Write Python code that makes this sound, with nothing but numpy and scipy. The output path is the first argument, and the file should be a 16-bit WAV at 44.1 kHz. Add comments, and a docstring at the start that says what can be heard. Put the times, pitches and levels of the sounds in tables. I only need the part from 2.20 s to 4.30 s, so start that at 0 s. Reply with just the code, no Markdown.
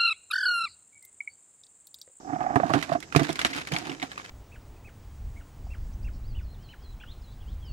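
"""Far surf hisses on a beach while stones faintly roll; soon clacks and hollow knocks join in.
Stones and shells are gathered into a plastic pail, right of a small stereo microphone.
The surf is filtered noise, and grit is a crowd of tiny random grains.
Clacks mix short sine rings with a noise crack and tail.
Knocks and rolling are noise bursts and random clicks that ring the pail's belly, wall and rim."""
import sys
import numpy as np
from scipy import signal
from scipy.fft import rfft, irfft
from scipy.io import wavfile
from scipy.ndimage import uniform_filter1d

SR = 44100
rng = np.random.default_rng(int(sys.argv[2]) if len(sys.argv) > 2 else 0)


def int16_out(signal):
    """Quantize to a 16-bit WAV file."""
    q = np.round(np.clip(np.atleast_2d(signal).T, -1, 1) * 32767)
    wavfile.write(sys.argv[1], SR, q.astype(np.int16))


def magnitude_from_level(level_db):
    """Linear magnitude for a level in decibels (20 dB per decade)."""
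    exponent = np.asarray(level_db, float) / 20
    return 10 ** exponent


N = 92610  # samples in the scene

# tone filter of grit and of clack tails: pitch_hz [Hz], gain_db [dB]
GRIT_TONE = [(500, -9), (2050, -3), (7590, -17.5), (15500, -32.5)]
CRACK_T60, RING_T60 = 0.012, 0.015  # seconds to fall 60 dB: stone noise, stone ring


def evened(x):
    """Scales a sound to an rms level of 1."""
    return x / np.sqrt(np.mean(x ** 2))


def colour(x, points):
    """Filters by a table of pitch (Hz) and gain (dB), joined up along a log pitch scale."""
    f, db = np.transpose(points)
    hz = np.fft.rfftfreq(x.shape[-1], 1 / SR)
    gain = magnitude_from_level(np.interp(np.log(hz + 1), np.log(f + 1), db))
    return irfft(rfft(x) * gain, x.shape[-1])


def soften(x, hz):
    """Low-pass filter: contacts take time, which dulls them."""
    return signal.sosfilt(signal.butter(N=2, Wn=hz, fs=SR, output="sos"), x)


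def fade(t, t60):
    """Gain that falls 60 dB in t60 seconds."""
    return magnitude_from_level(-60 * t / t60)


def add(mix, s, sound):
    """Mixes a sound in at s seconds, cut off at the end of the mix."""
    part = mix[..., round(s * SR):][..., :sound.shape[-1]]
    part += sound[..., :part.shape[-1]]


def clicks(per_s, spread_db, clump_db):
    """Random contacts, most small, a few large, that come in louder and softer clumps."""
    size_db = spread_db * np.minimum(rng.exponential(1, N), 4)
    size = magnitude_from_level(size_db) * rng.choice([-1., 1.], N)
    happens = rng.random(N) < per_s / SR
    slow = uniform_filter1d(rng.standard_normal(N), size=500)
    clump = evened(uniform_filter1d(slow, size=500))
    return evened(size * happens * magnitude_from_level(clump_db * clump))


def roll(column):
    """Gain over time of one column of the rolling curve."""
    # stones rolling: start_s [s], wall_db [dB], rim_db [dB], grit_db [dB], before the mix gains
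    curve = np.array([(0.019, -56, -53, -82), (0.119, -40, -40, -58), (.27, -41, -33, -58),
                      (0.583, -39, -43.5, -36), (0.684, -46.5, -41.5, -43), (0.741, -38, -29.5, -33),
                      (0.803, -46, -62, -64), (.9, -65, -66, -54), (1.027, -32.5, -67, -34.5),
                      (1.15, -50, -57, -44), (1.394, -43, -54, -36), (1.47, -61, -82, -47),
                      (1.544, -36.5, -36, -36.5), (1.62, -50, -51, -42), (1.698, -37, -45, -40.5),
                      (1.778, -51.5, -61.5, -49.5), (2.1, -72, -63, -45)])
    return magnitude_from_level(np.interp(np.arange(N) / SR, curve[:, 0], curve[:, column]))


def two_sides(noise):
    """Turns three noises (shared, left, right) into a left and right that are slightly alike."""
    same = 0.065
    return same * noise[0] + np.sqrt(1 - same ** 2) * noise[1:]


def surf():
    """Far surf as a smooth hiss, with extra bass noise shared by both sides."""
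    # surf tone filter: pitch_hz [Hz], gain_db [dB]
    surf_tone = [(165, -2.5), (1200, -8.5), (2100, -19), (4300, -16.5), (5200, -6.5), (7600, -7.5),
                 (9500, -28.5)]
    level_db, bass_hz, bass_gain = -51, 490, 2.82
    bass = soften(rng.standard_normal(N), bass_hz)
    hiss = rng.standard_normal((2, N)) + bass_gain * bass
    return magnitude_from_level(level_db) * evened(colour(hiss, surf_tone))


def grit():
    """Grit crunches: each random grain gives a tiny noise burst with one of eight rings."""
    grits_per_s, spread_db, clump_db = 1700, 5, 2
    ring_gain = 0.27
    t, kinds = np.arange(300) / SR, np.arange(8)[:, None]
    ring_hz = np.geomspace(1320, 5630, num=len(kinds))[:, None]
    grain = two_sides(rng.standard_normal((3, len(kinds), len(t))) * fade(t, CRACK_T60))
    grain += ring_gain * fade(t, RING_T60) * np.sin(2 * np.pi * ring_hz * t)
    chosen = rng.integers(len(kinds), size=N) == kinds
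    hits = clicks(grits_per_s, spread_db, clump_db) * chosen
    crunch = signal.fftconvolve(hits[None], grain, axes=2)[..., :N].sum(1)
    return roll(3) * evened(colour(crunch, GRIT_TONE))


def clacks():
    """Stone hits stone: a few brief ringing tones, a bright crack and a gritty tail."""
    # clacks: start_s [s], level_db [dB], ring_hz [Hz, before small random detuning],
    # bright_db [dB, crack against ring before its fade]
    clack_list = [(0.2056, -35, 1590, -33), (0.2284, -35.5, 1320, -28), (0.357, -25, 1210, -9.5),
                  (0.5022, -33, 1330, -6.5), (0.5362, -10, 1340, -42), (0.626, -20, 2210, -12),
                  (0.6921, -31.5, 1980, -18), (0.8031, -39, 3460, 5), (0.826, -29.5, 1840, -9.5),
                  (0.9238, -23, 1340, -39), (0.9493, -15, 1250, -56), (0.9616, -12.5, 2456, -7.5),
                  (0.9944, -19, 2030, -11), (1.0318, -23.5, 1726, -9), (1.0908, -24, 2150, -12),
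                  (1.103, -27, 3120, -16), (1.1278, -34.5, 5170, 4), (1.1563, -26.5, 2120, -6.5),
                  (1.1911, -16.5, 1680, -18), (1.2145, -19.5, 2010, -13), (1.248, -9.5, 2048, -21),
                  (1.267, -26.5, 3990, -30), (1.331, -25.5, 2100, -49), (1.3631, -31, 2200, -2.5),
                  (1.4716, -29, 2070, -6.5), (1.5198, -23, 2080, -12), (1.536, -26.5, 3420, -6),
                  (1.5637, -16.5, 2400, -49), (1.5849, -29.5, 4960, -6), (1.696, -29.5, 2790, -32),
                  (1.7173, -30, 2090, -53), (1.7982, -33.5, 2040, -25), (1.818, -29, 1980, -29),
                  (1.8266, -20.5, 2093, -31), (1.916, -30.5, 1960, -20), (1.977, -25, 1230, -46),
                  (1.9975, -29, 1160, -70)]
    # ringing tones of a stone: ratio [times ring_hz], tone_db [dB]
    stone_tones = [(0.996, 5), (1.4, -4), (1.9, -3)]
    crack_hz, rise_s = 6850, 0.00076
    tail_db, tail_per_bright, tail_t60 = -4.5, 0.17, 0.091  # duller clacks have a weaker tail
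    t, out = np.arange(4000) / SR, np.zeros((2, N))
    for s, level_db, ring_hz, bright_db in clack_list:
        ring = np.zeros(len(t))
        for ratio, tone_db in stone_tones:
            hz = ring_hz * ratio * (1 + 0.068 * rng.standard_normal())
            ring += magnitude_from_level(tone_db) * fade(t, RING_T60) * np.sin(2 * np.pi * hz * t)
        crack = two_sides(rng.standard_normal((3, len(t))))
        crack = evened(soften(np.diff(crack, prepend=0), crack_hz)) * magnitude_from_level(bright_db)
        crack *= fade(t, CRACK_T60) * np.sqrt(20 * t / CRACK_T60)
        tail = evened(colour(two_sides(rng.standard_normal((3, len(t)))), GRIT_TONE))
        tail *= magnitude_from_level(tail_db + tail_per_bright * bright_db) * fade(t, tail_t60)
        add(out, s, magnitude_from_level(level_db) * (ring + crack + tail) * np.minimum(t / rise_s, 1))
    return out


def stones():
    """Clacks and grit together, weaker on the left by an amount that changes over time."""
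    # left side against right: start_s [s], left_db [dB]
    left_curve = [(0.9, -8.5), (1.25, -1.67)]
    s, db = np.transpose(left_curve)
    left_db = np.interp(np.arange(N) / SR, s, db)
    return (clacks() + grit()) * magnitude_from_level(np.array([left_db, np.zeros(N)]))


def rings(s, t):
    """Belly, wall and rim of the pail answer a contact at s seconds with fading tones."""
    # pail tones: pitch_hz [Hz, before rim tuning], width_hz [Hz, wider dies faster], level_db [dB]
    pail_tones = [(153.8, 23.5, 4), (289.5, 57.5, 8), (675.4, 70, 34), (1060, 173, 22.5), (1435, 230, 18)]
    # grip and load shift the rim tones: start_s [s], ratio [times the pitch]
    rim_tune = [(0.36, 1.092), (0.42, 1.033), (1.25, 0.97), (1.4, 1.09)]
    group_hz = 220, 520  # belly below, wall between, rim above
    contact_hz = 1670
    out = np.zeros((3, len(t)))
    for hz, width, db in pail_tones:
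        group = np.searchsorted(group_hz, hz)
        tune = np.interp(s, *np.transpose(rim_tune)) if group == 2 else 1
        out[group] += magnitude_from_level(db) * np.exp(-np.pi * width * t) * np.sin(2 * np.pi * hz * tune * t)
    return soften(soften(np.diff(out, prepend=0), contact_hz), contact_hz)


def rolling(t):
    """Rolling stones make a stream of small contacts that ring belly, wall and rim."""
    rolls_per_s, spread_db, clump_db, belly_db = 1700, 2, 3.5, -12
    contacts, out = clicks(rolls_per_s, spread_db, clump_db), np.zeros((3, N))
    step = SR // 20  # the rim pitch is looked up anew for each block
    for k in range(0, N, step):
        block = contacts[None, k:k + step]
        add(out, k / SR, signal.fftconvolve(rings(k / SR, t), block, axes=1))
    belly, wall, rim = [evened(part) for part in out]
    # the belly follows the wall's curve
    return np.array([roll(1) * magnitude_from_level(belly_db) * belly, roll(1) * wall, roll(2) * rim])


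def knocks(t):
    """Each knock is a short noisy contact that rings belly, wall and rim."""
    # knocks: start_s [s], rim_db, belly_db, wall_db [peak dB before the pail gains],
    # contact_s [s, time scale of the contact]
    knock_list = [(0.358, -13.5, -22.5, -14.5, 0.0082), (0.4, -15.5, -37, -29, 0.0036),
                  (0.433, -14.5, -24.5, -46, 0.0042), (0.498, -19, -29, -27, 0.013),
                  (0.538, -17.5, -27.5, -17.5, 0.024), (0.718, -16.5, -27, -54, 0.0025),
                  (0.75, -18, -44, -29, 0.0094), (0.949, -19, -29, -28, 0.0026),
                  (0.9606, -18.5, -15.5, -11.5, 0.0043), (0.991, -23, -25, -24.5, 0.016),
                  (1.092, -26.5, -31.5, -23.5, 0.0074), (1.251, -30.5, -40.5, -22, 0.0054),
                  (1.516, -52, -25, -40, 0.016), (1.825, -28, -55, -30, 0.012)]
    out = np.zeros((3, N))
    for s, rim_db, belly_db, wall_db, contact_s in knock_list:
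        u = t / contact_s
        hits = rng.standard_normal(len(t)) * u * np.exp(-2 * u)
        hits[:3] = 0.57  # firm first touch
        knock = signal.fftconvolve(rings(s, t), hits[None], axes=1)
        knock /= abs(knock).max(1, keepdims=True)
        add(out, s, magnitude_from_level(np.array([[belly_db], [wall_db], [rim_db]])) * knock)
    return out


def pail():
    """Knocks and rolling ring the hollow pail, which is weaker on the left side."""
    # left side against right: one level [dB] each for belly, wall, rim
    left_db = [-11, -13, -10]
    gain_db = 6
    t = np.arange(6000) / SR
    parts = knocks(t) + rolling(t)
    left = magnitude_from_level(np.array(left_db)) @ parts
    return magnitude_from_level(gain_db) * np.array([left, parts.sum(0)])


def scene():
    """Pail and stones lie to the right, so their sound reaches the left side later."""
    left_lag_s = 0.00031
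    left, right = pail() + stones()
    return np.array([np.roll(left, round(left_lag_s * SR)), right]) + surf()


def band_limit(x):
    """A steep low-pass at the top of the band."""
    return signal.sosfilt(signal.butter(12, 16370, fs=SR, output="sos"), x)


def record(dry):
    """The microphone cuts the deep bass and rolls off the treble."""
    low_cut_hz, top_hz = 54, 13000
    band = signal.butter(N=2, Wn=[low_cut_hz, top_hz], btype="band", fs=SR, output="sos")
    mix = signal.sosfilt(band, dry)
    return band_limit(mix)


dry = scene()
out = record(dry)
int16_out(out)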